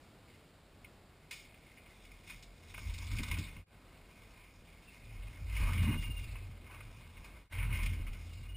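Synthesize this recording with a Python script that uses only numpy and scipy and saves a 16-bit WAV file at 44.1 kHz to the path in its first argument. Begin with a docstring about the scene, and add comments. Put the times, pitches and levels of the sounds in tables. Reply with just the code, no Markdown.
"""Forest trail: a mountain bike passes a closed microphone housing three times, in slowed shots joined by fades.
Shaped noise is the forest hush; swept sine chirps are the brake, squealing in throbs.
Noise grains and bursts through resonators are tyres crunching dirt and leaves, and cracking sticks and stones.
Noise through low modes, swelling at each bump, is the ground shaking the housing.
Every 12 kHz sample is held four steps, so the sound mirrors itself in the treble."""
import sys
import numpy as np
from scipy import signal
from scipy.fft import rfft, irfft
from scipy.io import wavfile
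from scipy.ndimage import uniform_filter1d

SR = 44100
rng = np.random.default_rng(int(sys.argv[2]) if len(sys.argv) > 2 else 0)


def wav_record(signal):
    """Record a signal, one row per channel, as 16-bit PCM in the file named by sys.argv[1]."""
    frames = np.transpose(np.atleast_2d(signal))
    bounded = np.clip(frames, -1, 1)
    # unit amplitude maps onto the largest positive 16-bit level
    quanta = np.round(bounded * 32767).astype(np.int16)
    wavfile.write(sys.argv[1], SR, quanta)


N = 377496  # samples


def undb(db):
    """Amplitude ratio of a level in dB."""
    return 10 ** (np.asarray(db) / 20)


def unit(x):
    """Scale to an rms of 1."""
    return x / np.sqrt(np.mean(x ** 2))


def columns(tables):
    """Joined tables as one curve per column, a value per sample."""
    time_s, *cols = np.concatenate(tables).T
    t = np.arange(N) / SR
    return [np.interp(t, time_s, col) for col in cols]


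def walk(rate_hz):
    """Random levels joined by straight slews of 1 / rate_hz; spread near 0.6."""
    step = int(SR / rate_hz)
    held = np.repeat(rng.standard_normal(N // step + 1), step)
    return 0.73 * uniform_filter1d(held, step)[:N]


def shaped(x, points):
    """Colour x by (frequency [Hz], gain [dB]) points, joined over log frequency."""
    hz, db = np.transpose(points)
    f = np.maximum(np.fft.rfftfreq(N, 1 / SR), 1)
    gain_db = np.interp(np.log(f), np.log(hz), db)
    return irfft(rfft(x) * undb(gain_db), N)


def ring(x, modes):
    """Sum of resonances, neighbours in opposite phase."""
    out = 0
    for k, (hz, width_hz, db) in enumerate(modes):
        b, a = signal.iirpeak(hz, hz / width_hz, SR)
        out = out + (-1) ** k * undb(db) * signal.lfilter(b, a, x)
    return out


# hush spectrum: (frequency [Hz], relative density [dB per Hz])
HUSH_SPECTRUM = [(15, -26), (25, -3), (96, -2.5), (347, -9.5), (535, -12), (704, -12.5), (885, -16.5),
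                 (1400, -18), (1640, -20), (1840, -20), (2210, -21.5), (3650, -23), (4800, -25),
                 (5900, -31.5), (7670, -66), (13000, -120)]
HUSH_DB = -62  # about which the level wavers


def forest():
    """Gently wavering hush of trees and microphone: shaped noise."""
    hush = unit(shaped(rng.standard_normal(N), HUSH_SPECTRUM))
    return undb(HUSH_DB + 2.0 * walk(5)) * hush


# three spells of braking: (time [s], strong chirp peak [dB], mid pitch [Hz])
BRAKING = [
    [(4.87, -56, 2700), (4.92, -62, 2670)],
    [(5.8, -48, 2850), (5.91, -44, 2840), (6.1, -44.5, 2800), (6.17, -45.5, 2795), (6.23, -53, 2760),
     (6.3, -58, 2660), (6.37, -56, 2580), (6.43, -62, 2560)],
    [(8.3, -60, 2840), (8.43, -62, 2800), (8.49, -53.5, 2870), (8.55, -50, 2880)],
]
FIRST_GRAB_S, GRAB_EVERY_S = (4.871, 5.78, 8.306), (.0635, .0635, .059)  # per spell
WEAK_DB, WEAK_LAG = -8, .47  # weak chirp re strong; lag as share of the gap
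CHIRP_S = 0.033


def chirps():
    """(s, peak dB, pitch Hz) of every chirp: the pad grabs at an even pace, strong and weak in turn."""
    for spell, first_s, gap_s in zip(BRAKING, FIRST_GRAB_S, GRAB_EVERY_S):
        time_s, db, hz = np.transpose(spell)
        for grab_s in np.arange(first_s, time_s[-1], gap_s):
            for at_s, change_db in ((grab_s, 0), (grab_s + WEAK_LAG * gap_s, WEAK_DB)):
                if at_s * SR < N:
                    yield at_s, np.interp(at_s, time_s, db) + change_db, np.interp(at_s, time_s, hz)


def brake():
    """The pad grabs the rotor in short squeals whose pitch sags as each lets go."""
    out, waver = np.zeros(N), walk(150)
    swell = np.hanning(int(CHIRP_S * SR)) ** 0.42
    sag = np.linspace(.017, -.017, len(swell))
    for s, peak_db, hz in chirps():
        i = int(s * SR)
        n = min(len(swell), N - i)
        pitch_hz = hz * (1 + sag[:n] + 0.0072 * waver[i:i + n])
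        tone = np.sin(2 * np.pi * np.cumsum(pitch_hz) / SR)
        out[i:i + n] += undb(peak_db) * swell[:n] * tone
    return out


# resonances of housing, dirt, leaves: (frequency [Hz], width [Hz], relative level [dB])
HOUSING_MODES = [(2106, 138, 4), (2260, 135, 4.5), (2459, 75, 5), (2902, 204, -4), (1854, 170, -9.5),
                 (3170, 125, -10.5)]
DIRT_MODES = [(1015, 230, 10), (1271, 107, 10), (1540, 146, 8), (788, 160, -1.5), (617, 200, 1)]
LEAF_MODES = [(3576, 300, 2.5), (4420, 1750, -3.5), (5266, 740, 0.5)]
# sticks and stones: (time [s], approx. housing peak [dB], dirt modes re peak [dB],
# leaf modes re peak [dB], burst T60 [s])
CRACKS = [(0.845, -43.5, -24, -12, 0.087), (1.3103, -34.5, -15, -2.5, 0.25),
          (1.5429, -49.5, -19, -18, 0.078), (1.6631, -52, -11, -21, 0.093), (1.771, -50, -13, -22, 0.16),
          (1.86, -49, -8, -24, 0.091), (2.05, -50, -20, -5, 0.1), (2.116, -44, -24, -8, 0.039),
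          (2.276, -42, -28, -9, 0.099), (2.298, -38.5, -9.5, -7.5, 0.16), (2.4264, -47.5, -16, 3.5, 0.1),
          (2.742, -31, -11, -18, 0.052), (2.778, -37.5, -1.5, -14, 0.083), (2.9383, -47.5, -14, 7, 0.07),
          (2.982, -42.5, -4, 5.5, 0.058), (3.068, -40.5, -26, 0, 0.057), (3.115, -40.5, -10, -3.5, 0.15),
          (3.168, -39, -15, -5, 0.11), (3.185, -30, -18, -9, 0.08), (3.233, -31, -3.5, 1.5, 0.046),
          (3.284, -39, -1.5, -1, 0.064), (3.313, -29, -9.5, -8.5, 0.088), (3.341, -33.5, -15, -18, 0.065),
          (3.368, -34, -8, -27, 0.079), (3.3863, -36.5, -21, 2.5, 0.062), (3.4716, -45, -10, -16, 0.18),
          (3.565, -41.5, -8, -11, 0.041), (5.564, -32, -24, -15, 0.12), (5.6336, -42, -2, -19, 0.073),
          (5.733, -29.5, -25, -11, 0.053), (5.7793, -28.5, -18, -19, 0.056),
          (5.8276, -37.5, -3.5, -6, 0.19), (5.9244, -40, -16, -27, 0.057), (6.0247, -33, -15, -18, 0.092),
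          (6.067, -42.5, -5, -20, 0.11), (6.1894, -41, -20, -12, 0.07), (6.2428, -44.5, -17, -2, 0.066),
          (6.3547, -40, -2, -26.5, 0.056), (6.71, -46, -1, -15, 0.18), (6.745, -47, -2, -15, 0.091),
          (6.8053, -44.5, 0, -18, 0.087), (7.1691, -45.5, -5, -25, 0.1), (7.2437, -47, -3.5, -6, 0.23),
          (7.5856, -33.5, -18, -34, 0.11), (7.626, -32, -20, -24, 0.079), (7.725, -34.5, -10, -26, 0.12),
          (7.749, -35, -15, -18, 0.16), (7.7872, -41, -4, -27, 0.16), (7.832, -31, -18, -8.5, 0.066),
          (7.8593, -27.5, -19, -9, 0.057), (7.932, -41, -22, -11, 0.1), (8.0656, -41, -7, -13, 0.13),
          (8.08, -48, -5, -18, 0.073), (8.132, -43, -20, -7, 0.068)]
RISE_S = 0.002
ECHO_DB, ECHO_T60_S = -30, 0.5
CREST_DB = 9  # noise peaks over rms


def cracks():
    """Each crack is a sudden burst that rings the same resonances as the tyres."""
    push, t = np.zeros((3, N)), np.arange(SR // 2) / SR
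    echo = undb(ECHO_DB) * np.exp(-np.log(1000) * t / ECHO_T60_S)  # trunks scatter it back
    for s, peak_db, dirt_db, leaf_db, t60_s in CRACKS:
        i = int((s - RISE_S) * SR)
        n = min(len(t), N - i)
        shape = np.exp(-np.log(1000) * t / max(t60_s, .01)) + echo
        shape = shape * np.minimum(t / RISE_S, 1)
        family_db = peak_db + np.array([[0], [dirt_db], [leaf_db]])
        push[:, i:i + n] += undb(family_db) * shape[:n]
    noise = rng.standard_normal(N)
    out = 0
    for p, modes in zip(push, (HOUSING_MODES, DIRT_MODES, LEAF_MODES)):
        out = out + ring(p * noise, modes) / ring(noise, modes).std()
    return undb(-CREST_DB) * out


BIGGEST_GRAIN_DB = 15  # over the smallest


def grains(per_s, scatter_db, tail_s):
    """Random snaps of widely spread size, each a burst of noise whose power decays over tail_s."""
    size_db = np.minimum(scatter_db * rng.exponential(size=N), BIGGEST_GRAIN_DB)
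    hit = (rng.random(N) < per_s / SR) * undb(size_db)
    power = signal.lfilter([1], [1, -np.exp(-1 / (tail_s * SR))], hit ** 2)
    return np.sqrt(power) * rng.standard_normal(N)


# tyres, per shot: (time [s], crunch level before a 0.5 dB lift [dB], dirt re housing [dB], leaf re housing [dB])
ROLL = [
    [(0, -79, 0, -1), (.25, -80.5, -5, -5), (.3, -66, -21, -5.5), (.55, -83.5, -6, -8), (1.28, -74, -5, -7),
     (1.38, -60.5, -24, -1), (1.52, -68, -17, -7.5), (2.24, -66.5, -10, -4), (2.33, -57, -15, -5.5),
     (2.45, -69, -14, -2), (2.64, -71, -7, -2), (2.82, -56, -9.5, -3.5), (3.15, -55.5, -7.5, -6.5),
     (3.33, -50.5, -9.5, -9.5), (3.46, -56.5, -8.5, -5), (3.62, -64, -12, -13)],
    [(3.7, -75, 1, -12), (4.06, -68, -5, -6.5), (4.4, -63.5, -7.5, -8), (4.6, -70.5, -4, -6),
     (4.85, -66, -11, -7.5), (5.48, -62, -7, -7), (5.57, -46, -6, -10), (5.7, -48, 1, -10.5),
     (5.78, -47.5, -8.5, -8), (5.945, -46.5, 0.5, -16.5), (5.975, -59, -7, -3.5), (6.33, -59.5, -9, -7.5),
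     (6.62, -68, -8, -8.5), (6.73, -58.5, 1, -13), (6.86, -64.5, -5, -7), (7.45, -67, -2, -7)],
    [(7.53, -50, -5.5, -13.5), (7.6, -48, -7.5, -16), (7.71, -55, -4, -14), (7.74, -46.5, -7.5, -13),
     (7.93, -53.5, -10, -12), (8.04, -62, -7.5, -11), (8.35, -64.5, -7, 0), (8.56, -63.5, -7, -12)],
]
COLOUR_SHIFT_DB = 2.5  # per unit of walk()


def tyres():
    """Dense grains crushed under the knobs in uneven patches; dirt and leaves break partly on their own."""
    crunch_db, dirt_db, leaf_db = columns(ROLL)
    shared = grains(per_s=500, scatter_db=3.0, tail_s=0.009)
    patches = undb(1.06 * walk(18))
    out = 0
    for db, modes in zip((0, dirt_db, leaf_db), (HOUSING_MODES, DIRT_MODES, LEAF_MODES)):
        crush = 0.86 * shared + grains(per_s=550, scatter_db=3.0, tail_s=0.0033)
        family = 0
        for k, mode in enumerate(modes):
            feed = undb(COLOUR_SHIFT_DB * walk(15))  # uneven as the ground changes
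            family = family + (-1) ** k * feed * ring(crush * patches, [mode])
        out = out + undb(db) * unit(family)
    return undb(crunch_db + 0.5) * out


# shake as the bike nears and leaves, per shot: (time [s], low rms [dB], upper rms [dB], thud rms [dB])
SHAKE = [
    [(0, -75, -73, -77), (1.9, -68, -74.5, -73.5), (2.05, -61.5, -71, -72), (2.65, -67, -65, -73),
     (2.82, -47, -50.5, -63), (3.1, -46, -43.5, -59.5), (3.4, -52, -47.5, -50), (3.47, -49, -59, -58),
     (3.62, -56, -53.5, -64.5)],
    [(3.7, -68, -67, -75), (4.2, -63, -69.5, -70), (4.95, -63, -69, -69.5), (5.12, -51, -52.5, -72),
     (5.36, -56, -56.5, -71), (5.55, -37, -41.5, -59), (5.9, -42, -37.5, -38.5), (6.05, -44.5, -47.5, -58),
     (6.5, -49, -48.5, -71), (6.62, -59, -54, -69), (7.1, -57.5, -60, -68), (7.45, -58, -64, -71)],
    [(7.53, -51, -53, -63), (7.58, -38.5, -38.5, -56), (7.95, -42, -43.5, -54), (8.15, -48, -51.5, -67),
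     (8.33, -52, -49, -65), (8.56, -46.5, -51, -63)],
]
SHAKE_WAVER_DB = 2.5  # per unit of walk()
# wheels over roots and ruts: (swell peak time [s], low rms [dB], upper rms [dB], thud rms [dB])
BUMPS = [(2.14, -57, -70, -72), (2.36, -56, -61.5, -70), (2.5, -53.5, -70, -72), (2.89, -39, -41.5, -62),
         (3.02, -52, -60, -67), (3.14, -39.5, -38.5, -51), (3.209, -45, -43, -41.5), (3.33, -40, -37, -51),
         (3.398, -48, -36.5, -43), (3.59, -52, -57, -62), (5.19, -44.5, -55, -74), (5.26, -44.5, -52, -72),
         (5.44, -44, -45, -69), (5.63, -29.5, -42, -45), (5.71, -42, -36, -45.5), (5.82, -38, -29, -42),
         (5.89, -47, -33, -34), (5.99, -38, -40, -49), (6.1, -44, -40, -51), (6.2, -43, -50, -60),
         (6.32, -44, -52, -66), (6.87, -54, -56, -73), (7.2, -53, -58, -67), (7.34, -55, -62, -69),
         (7.63, -40.5, -45, -57), (7.73, -40, -38.5, -54), (7.84, -33.5, -50, -51), (7.92, -44, -36, -54),
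         (8.01, -38.5, -46, -62), (8.1, -39.5, -59, -57), (8.42, -56, -50, -66)]
BUMP_RISE_S, BUMP_FALL_S = (.03, 0.024, 0.017), (0.036, 0.018, 0.014)  # low, upper, thud: low swells slowest


def shaking():
    """Rms of each family of ground modes: the wavering shake plus a swell for every bump, summed as power."""
    power = np.array([undb(db + SHAKE_WAVER_DB * walk(14)) ** 2 for db in columns(SHAKE)])
    t = np.arange(N) / SR
    for s, *dbs in BUMPS:
        near = slice(int((s - .2) * SR), int((s + .2) * SR))
        lag = t[near] - s
        for p, db, rise_s, fall_s in zip(power, dbs, BUMP_RISE_S, BUMP_FALL_S):
            p[near] += undb(db) ** 2 * np.exp(-(lag / np.where(lag < 0, rise_s, fall_s)) ** 2)
    return np.sqrt(power)


# ground modes, per pass of two: (frequency [Hz], width [Hz], relative level [dB])
LOW_MODES = [(44.9, 19.7, -2.5), (33.2, 12.3, -9.5)]
UPPER_MODES = [(83.55, 11.3, 1), (113.8, 25, -4)]
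THUD_MODES = [(156.6, 33.2, 0.5), (235.8, 40.6, -2), (299, 30.5, -3.5)]


def ground():
    """Soil and mount ring in low modes as the wheels bump along; the swing is steadier than noise."""
    out = 0
    for rms, modes in zip(shaking(), (LOW_MODES, UPPER_MODES, THUD_MODES)):
        swing = unit(ring(ring(rng.standard_normal(N), modes), modes))
        envelope = np.abs(signal.hilbert(swing))
        steadied = swing / (0.034 + envelope) ** 0.81
        out = out + rms * unit(steadied)
    return out


# fades between shots: (quietest time [s], fade-out slope [s], fade-in slope [s])
FADES = [(3.656, 0.067, 0.075), (7.493, 0.096, 0.039)]


def scene():
    """Sum of all sources, dipping to 2 % amplitude between shots."""
    mono = forest() + brake() + cracks() + tyres() + ground()
    t = np.arange(N) / SR
    for s, out_s, in_s in FADES:
        mono = mono * np.clip(np.maximum((s - t) / out_s, (t - s) / in_s), .02, 1)
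    return np.array([mono, mono])


# side hiss spectrum: (frequency [Hz], relative density [dB per Hz])
SIDE_SPECTRUM = [(88, -22), (150, -10.5), (396, 4.5), (3550, -2), (5080, 0), (5970, -34), (6650, -3.5),
                 (8400, -10), (11000, -37), (14300, -57), (22000, -120)]
SIDE_DB = -82.5  # rms before the low-pass
TOP_HZ = 15250


def record(dry):
    """Quarter-speed hold: each 12 kHz sample lasts four 48 kHz steps; hiss of opposite sign left and right."""
    slow = signal.resample_poly(dry[0], 40, 147)  # to 12 kHz
    held = signal.resample_poly(np.repeat(slow, 4), 147, 160)[:N]  # 48 to 44.1 kHz
    mid = np.pad(held, (0, N - len(held)))
    side = undb(SIDE_DB) * unit(shaped(rng.standard_normal(N), SIDE_SPECTRUM))
    low_pass = signal.ellip(10, .2, 80, TOP_HZ, fs=SR, output="sos")
    return signal.sosfilt(low_pass, [mid + side, mid - side])


dry = scene()
out = record(dry)
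wav_record(out)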